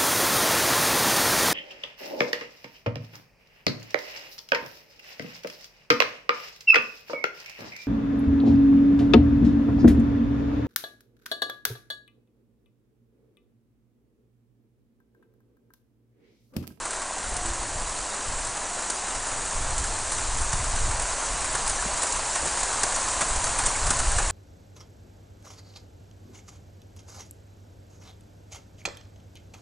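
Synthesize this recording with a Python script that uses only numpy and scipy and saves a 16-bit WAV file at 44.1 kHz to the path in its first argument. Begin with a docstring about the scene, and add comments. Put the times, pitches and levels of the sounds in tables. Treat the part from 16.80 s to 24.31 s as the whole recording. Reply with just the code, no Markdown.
"""Hail thickens over a narrow city street, heard from a roof terrace through one microphone.
From the start, random pellet impacts tick on pavement and patter on roofs, over filtered-noise far traffic and breeze.
Larger stones crack as noise bursts with struck modes; gusts and eddies rumble as pressure on the microphone.
Two faint decaying sines sound in the distance after about half a second.
From about 4 s, metal pings as clusters of close modes and hollow covers thud as low noise bursts."""
import sys
import numpy as np
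from scipy import signal
from scipy.fft import rfft, irfft, next_fast_len
from scipy.io import wavfile

SR = 44100
rng = np.random.default_rng(int(sys.argv[2]) if len(sys.argv) > 2 else 0)


def bounce(signal):
    """Save signal as a 16-bit WAV file at the path given by the first command-line argument."""
    frames = np.transpose(np.atleast_2d(signal))
    limited = np.clip(frames, -1, 1)
    pcm = np.round(limited * 32767).astype(np.int16)
    wavfile.write(sys.argv[1], SR, pcm)


N = 331191  # length in samples


def from_db(db):
    """Level to amplitude: 20 dB is a factor of ten."""
    return 10 ** (np.asarray(db) / 20)


def rms_one(x):
    """Normalisation to unit root-mean-square amplitude."""
    return x / np.sqrt(np.mean(x ** 2) + 1e-20)


def in_time(rows):
    """Linear interpolation of each column of a curve at every sample."""
    s, *columns = np.transpose(rows)
    return [np.interp(np.arange(N) / SR, s, column) for column in columns]


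def coloured(x, spectrum):
    """Linear filtering: the spectrum is multiplied by a smooth gain curve; rms 1."""
    hz, db = np.transpose(spectrum)
    size = next_fast_len(N)
    bins = np.maximum(np.fft.rfftfreq(size, 1 / SR), 1)
    gain = from_db(np.interp(np.log(bins), np.log(hz), db))
    return rms_one(irfft(rfft(x, size) * gain, size)[:N])


def noise(spectrum):
    """Coloured noise: a white random process after linear filtering; rms 1."""
    return coloured(rng.standard_normal(N), spectrum)


def drift(rate):
    """Low-passed random process of rms 1, changing about rate times a second."""
    size = next_fast_len(N)
    bins = np.fft.rfftfreq(size, 1 / SR)
    lowpass = 1 / (1 + (bins / rate) ** 2)
    return rms_one(irfft(rfft(rng.standard_normal(size)) * lowpass)[:N])


def decay(t, t60):
    """Exponential damping: the amplitude falls by 60 dB in t60 seconds."""
    return np.exp(-np.log(1000) * t / t60)


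def burst(rise_s, t60):
    """Impact envelope: a quick rise, then exponential damping; top 1."""
    t = np.arange(SR // 3) / SR
    shape = (1 - np.exp(-t / rise_s)) * decay(t, t60)
    return shape / shape.max()


def add(track, s, sound):
    """Superposition: a sound is summed into a track from time s."""
    at = int(np.clip(round(s * SR), 0, N - 1))
    track[at:at + len(sound)] += sound[:N - at]


def landings(per_s, spread_db, largest):
    """Random point process: independent impacts, many small and few large."""
    sizes = from_db(spread_db * np.minimum(rng.exponential(1, N), largest))
    return sizes * rng.choice([-1, 1], N) * (rng.random(N) < per_s / SR)


def surfaces(clicks, low_hz, high_hz, cycles, scatter_t60, scatter_db, count):
    """Impulse response by convolution: each surface has one damped mode and a diffuse tail."""
    out, dealt = np.zeros(N), rng.integers(0, count, N)
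    t = np.arange(SR // 8) / SR
    for k, hz in enumerate(np.geomspace(low_hz, high_hz, count)):
        ring = np.sin(2 * np.pi * hz * t) * decay(t, cycles / hz)  # 60 dB down after this many cycles
        scatter = rng.standard_normal(len(t)) * decay(t, scatter_t60)
        response = rms_one(ring) + from_db(scatter_db) * rms_one(scatter)
        out += signal.oaconvolve(clicks * (dealt == k), response)[:N]
    return out


# heaviness of the shower, before the mix: t/s, roof patter level/dB, pavement ticking level/dB
SHOWER_LEVELS = [(0, -35.5, -36), (1.2, -36, -34), (2.3, -35, -33.5), (3.5, -34.5, -31.5),
                 (4.6, -32.5, -31.5), (5.5, -32.5, -30.5), (6.2, -31.5, -29.5), (7.51, -32, -30)]
# spectrum of roof patter: f/Hz, relative level/dB
PATTER_SPECTRUM = [(200, -19), (370, -9.5), (520, -6.5), (660, -2.5), (870, -2), (990, 0.5), (1100, -0.8),
                   (1250, -4.5), (1600, -4.5), (2200, -10), (3200, -15.5), (5000, -16), (10000, -45)]
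# spectrum of pavement ticking: f/Hz, relative level/dB
TICKING_SPECTRUM = [(1500, -28.5), (2600, -9.5), (3550, -12), (3850, -7.5), (4500, -7), (5250, -7.5),
                    (6100, -1.5), (6600, -0.5), (7050, 3), (7900, 2), (8400, 0.5), (9200, -0.4),
                    (9700, -2.5), (10300, -12)]


def shower():
    """Superposed impacts: dense ones merge into a noise wash, nearer ones stand out as ticks and knocks."""
    patter_db, tick_db = in_time(SHOWER_LEVELS)
    pellets = landings(per_s=420, spread_db=3.0, largest=2.26)
    grit = landings(per_s=1200, spread_db=1.0, largest=3.3)
    on_roofs = landings(per_s=360, spread_db=3.5, largest=2.66)

    ticks = surfaces(pellets, 2600, 10050, cycles=490, scatter_t60=0.064, scatter_db=1.0, count=30)
    fizz = surfaces(grit, 2320, 10500, cycles=7, scatter_t60=0.0078, scatter_db=-2, count=12)
    knocks = surfaces(on_roofs, 551, 3250, cycles=20.6, scatter_t60=0.052, scatter_db=0.0, count=24)

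    pavement = from_db(-5.0) * coloured(ticks, TICKING_SPECTRUM)
    pavement += from_db(-8.5) * coloured(fizz, TICKING_SPECTRUM)
    pavement += from_db(-2.0) * noise(TICKING_SPECTRUM)
    roofs = from_db(-6.5) * coloured(knocks, PATTER_SPECTRUM)
    roofs += from_db(-1.0) * noise(PATTER_SPECTRUM)
    return from_db(tick_db) * pavement + from_db(patter_db) * roofs


# spectrum of far traffic: f/Hz, relative level/dB
TRAFFIC_SPECTRUM = [(20, -0.5), (50, -8), (100, -18), (170, -6), (280, -3), (450, -7), (900, -8),
                    (3000, -49)]


def traffic():
    """Stationary noise: far traffic has a fixed low spectrum and a steady level."""
    return from_db(-46.5) * noise(TRAFFIC_SPECTRUM)


LULL_DB, LULL_RISE_DB_PER_S = -46, 0.73  # the breeze between gusts freshens with the shower
GUST_SWELL_SHARE, GUST_RELEASE_S = 0.23, 0.1  # share of length to build up; time constant of the fall
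# gusts on the microphone: start t/s, length t/s, rumble level/dB
GUSTS_IN_TIME = [(0.36, 0.73, -33.5), (1.45, 0.15, -33.5), (2.25, 0.5, -41), (2.72, 0.19, -31.5),
                 (2.92, 0.62, -32.5), (3.42, 0.48, -29.5), (3.97, 0.23, -30), (4.38, 0.68, -36),
                 (5.307, 0.075, -39), (5.6, 0.11, -36), (6.12, 0.22, -41), (6.38, 0.61, -33),
                 (6.9, 0.61, -28)]


def gust_strength():
    """Incoherent addition: the powers of swelling, holding and dying gusts add to that of the breeze."""
    t = np.arange(N) / SR
    power = from_db(LULL_DB + LULL_RISE_DB_PER_S * t) ** 2
    for s, length, level_db in GUSTS_IN_TIME:
        swell = np.clip((t - s) / (GUST_SWELL_SHARE * length), 0, 1)
        fade = np.exp(-np.maximum(t - s - length, 0) / GUST_RELEASE_S)
        power = power + (from_db(level_db) * swell * fade) ** 2
    return np.sqrt(power)


# spectrum of wind rumble before its last tilt: f/Hz, relative level/dB
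WIND_SPECTRUM = [(8, 1), (18, 1.5), (32, -1), (50, -3.5), (80, -9.5), (120, -13.5), (170, -23),
                 (300, -34.5), (800, -73)]


def wind(lump_db=2.0):
    """Turbulent pressure: low noise, randomly modulated into lumps, follows the gust strength."""
    lumps = noise(WIND_SPECTRUM) * from_db(lump_db * drift(5.3))
    tilt = [(4, -5), (14, 2.5), (1000, -2)]  # f/Hz, relative level/dB
    return gust_strength() * coloured(lumps, tilt)


def ringing(hz, t60, width_hz):
    """Modal superposition: five close modes are struck together; height about 1."""
    t = np.arange(SR // 3) / SR
    pitches = hz + width_hz * (np.linspace(-1, 1, 5) + rng.uniform(-0.17, 0.15, 5))
    modes = np.sin(2 * np.pi * (pitches[:, None] * t + rng.random((5, 1))))
    return modes.sum(axis=0) / np.sqrt(5 / 2) * burst(0.0008, t60)


SMALL_STONES_PER_S, SMALL_SPREAD_DB = 7, 2  # levels spread evenly to either side by this much
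SMALL_CRACK_DB, SMALL_KNOCK_DB = 8, 3.5  # over the pavement ticking, over the roof patter
SMALL_LOW_HZ, SMALL_HIGH_HZ = 6780, 9430  # range of crack pitch
KNOCK_LOW_HZ, KNOCK_HIGH_HZ = 1100, 1700  # range of knock pitch


def small_stones():
    """Stratified random arrivals: one stone in each equal slot, as loud as the shower is heavy."""
    count = int(SMALL_STONES_PER_S * N / SR)
    when, pitch, surface, crack, knock = rng.random((count, 5)).T
    s = (np.arange(count) + when) * N / SR / count
    patter_db, tick_db = (level[(s * SR).astype(int)] for level in in_time(SHOWER_LEVELS))
    crack_db = tick_db + SMALL_CRACK_DB + SMALL_SPREAD_DB * (2 * crack - 1)
    knock_db = patter_db + SMALL_KNOCK_DB + SMALL_SPREAD_DB * (2 * knock - 1)
    crack_hz = SMALL_LOW_HZ + pitch * (SMALL_HIGH_HZ - SMALL_LOW_HZ)
    knock_hz = KNOCK_LOW_HZ + surface * (KNOCK_HIGH_HZ - KNOCK_LOW_HZ)
    return np.transpose([s, crack_db, knock_db, crack_hz, knock_hz])


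CRACK_T60_S, KNOCK_T60_S = 0.037, 0.09
# big stones close by, before the mix: t/s, crack level/dB, knock level/dB, crack f/Hz, knock f/Hz
BIG_STONES = [(0.053, -22, -28, 7800, 1350), (0.1068, -23, -35, 7190, 1540), (0.5637, -20, -41, 8830, 1100),
              (0.6564, -21.5, -35, 7500, 1450), (1.647, -22, -40, 7900, 1750),
              (2.0992, -15, -35, 9030, 1440), (2.515, -25, -32, 7080, 1110),
              (2.9785, -15.5, -32, 7800, 1160), (3.318, -16.5, -28, 9260, 1170),
              (3.7282, -15.5, -27, 7620, 1330), (4.2194, -20, -39, 9300, 1260),
              (4.7491, -15.5, -21.5, 7800, 1600), (4.8746, -15.5, -35, 9550, 2060),
              (4.8947, -18, -31, 8850, 1460), (5.22, -14.5, -35, 7450, 1140),
              (5.2304, -22, -24.5, 9630, 1150), (5.3212, -18.5, -37, 7160, 1100),
              (5.5572, -19, -27, 6790, 1120), (5.655, -21, -30, 8060, 1190), (5.7712, -20, -25, 7410, 1500),
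              (5.8297, -15, -31, 7250, 1630), (6.0319, -10.5, -23.5, 7680, 1610),
              (6.1586, -16.5, -25, 7220, 1180), (6.4076, -17, -23.5, 8860, 1154),
              (6.417, -22, -23, 7600, 1500), (6.64, -16, -28, 6300, 1070), (6.7872, -13.5, -21, 8390, 1360),
              (6.856, -18, -31, 8600, 1190), (6.8623, -16.5, -26, 6900, 1280),
              (7.0673, -16, -24.5, 7100, 1450), (7.104, -10, -22, 8460, 1350),
              (7.1886, -17.5, -34, 7130, 1700), (7.3831, -14, -20.5, 7660, 1615)]
# spectrum of the shattering noise: f/Hz, relative level/dB
CRACK_SPECTRUM = [(1500, -12), (2800, -16.5), (3600, -9.5), (5200, -7), (6200, -2.5), (7600, 0.5),
                  (9100, 1), (10500, -9.5)]
# spectrum of the knocking noise: f/Hz, relative level/dB
KNOCK_SPECTRUM = [(250, -8.5), (600, -1), (1000, 4), (1600, -0.5), (2400, -5), (4000, -16), (7000, -20)]


def stones(shard_db=1.5, tail_db=-19, tail_t60=0.47):
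    """Impact excitation: shards spray noise, the struck body rings in modes, the street answers faintly."""
    crack, knock, rings = np.zeros(N), np.zeros(N), np.zeros(N)
    for s, crack_db, knock_db, crack_hz, knock_hz in [*BIG_STONES, *small_stones()]:
        street_tail = from_db(tail_db) * burst(0.019, tail_t60)
        add(crack, s, from_db(crack_db) * (burst(0.0022, CRACK_T60_S) + street_tail))
        add(knock, s, from_db(knock_db) * burst(0.0012, KNOCK_T60_S))
        add(rings, s, from_db(crack_db - 11) * ringing(crack_hz, CRACK_T60_S, width_hz=416))
        add(rings, s, from_db(knock_db - 9.5) * ringing(knock_hz, 0.11, width_hz=171))
    shards = rms_one(noise(CRACK_SPECTRUM) * from_db(shard_db * drift(300)))
    return from_db(-8.0) * crack * shards + from_db(-5.5) * knock * noise(KNOCK_SPECTRUM) + rings


# two far tones: start t/s, rise t/s, level/dB, starting f/Hz, sag in Hz/s, T60 t/s
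DISTANT_TONES = [(0.48, 0.11, -36, 737, 150, 0.6), (0.53, 0.14, -43, 339, 2, 1.5)]


def far_tones(waver_hz=2.3, flutter_db=-0.5):
    """Frequency modulation: phase integrates a sagging, wavering pitch; the upper tone fades first."""
    out = np.zeros(N)
    t = np.arange(N) / SR
    for s, rise_s, level_db, hz, sag_hz_per_s, t60 in DISTANT_TONES:
        envelope = np.minimum(t / rise_s, 1) * decay(np.maximum(t - rise_s, 0), t60)
        pitch = hz - sag_hz_per_s * t + waver_hz * drift(25)
        tone = np.sin(2 * np.pi * np.cumsum(pitch) / SR)
        add(out, s, from_db(level_db + flutter_db * drift(12)) * envelope * tone)
    return out


# eddies that slap the microphone: t/s, level/dB before the pulse shape, length t/s
EDDIES = [(0.699, -25, 0.022), (.96, -30, 0.011), (3.605, -18, 0.022), (3.734, -20, 0.011),
          (3.796, -20, 0.018), (3.865, -22.5, 0.015), (4.012, -24, 0.016), (4.089, -23, 0.013),
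          (7.081, -20, 0.016), (7.266, -15, 0.026), (7.362, -20, 0.014)]


def buffets():
    """Pressure pulse: a sharp eddy is one push and one pull on the microphone."""
    out = np.zeros(N)
    for s, level_db, length in EDDIES:
        phase = np.linspace(0, 2 * np.pi, int(length * SR))
        add(out, s, from_db(level_db) * np.sin(phase) * np.sin(phase / 2))
    return out


# stones that ping off railings and gutters: t/s, level/dB, f/Hz
METAL_PINGS = [(3.986, -35, 2900), (3.986, -34, 3940), (4.982, -29.5, 1740), (6.646, -34, 4500),
               (6.953, -32, 2200), (7.192, -26, 1680)]


def pings(ring_t60=0.067):
    """Modal resonance: struck metal rings in a narrow cluster of modes, longer than a stone's crack."""
    out = np.zeros(N)
    for s, level_db, hz in METAL_PINGS:
        add(out, s, from_db(level_db) * ringing(hz, ring_t60, width_hz=34))
    return out


# stones on hollow covers: t/s, level/dB
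COVER_BLOWS = [(4.068, -39), (5.053, -33), (5.622, -33), (5.655, -34.5), (6.03, -39), (6.42, -40),
               (6.86, -37), (7.1, -33), (7.385, -43)]
# spectrum of a hollow cover: f/Hz, relative level/dB
COVER_SPECTRUM = [(60, -12), (120, 4), (220, 0), (400, 1), (700, -5), (1400, -22.5)]


def thuds():
    """Damped cavity response: hollow covers answer a stone with a short low boom of noise."""
    blows = np.zeros(N)
    for s, level_db in COVER_BLOWS:
        add(blows, s, from_db(level_db) * burst(0.0057, 0.1))
    return blows * noise(COVER_SPECTRUM)


def scene():
    """Linear superposition at one microphone, which feeds both channels."""
    mono = shower() + traffic() + wind() + stones() + far_tones() + buffets() + pings() + thuds()
    return np.array([mono, mono])


CUTOFF_HZ = 10330


def record(dry):
    """Band limitation: a steep elliptic low-pass cuts the top."""
    lowpass = signal.ellip(12, .1, 90, CUTOFF_HZ, fs=SR, output="sos")  # ripple and stopband in dB
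    return signal.sosfilt(lowpass, dry)


dry = scene()
out = record(dry)
bounce(out)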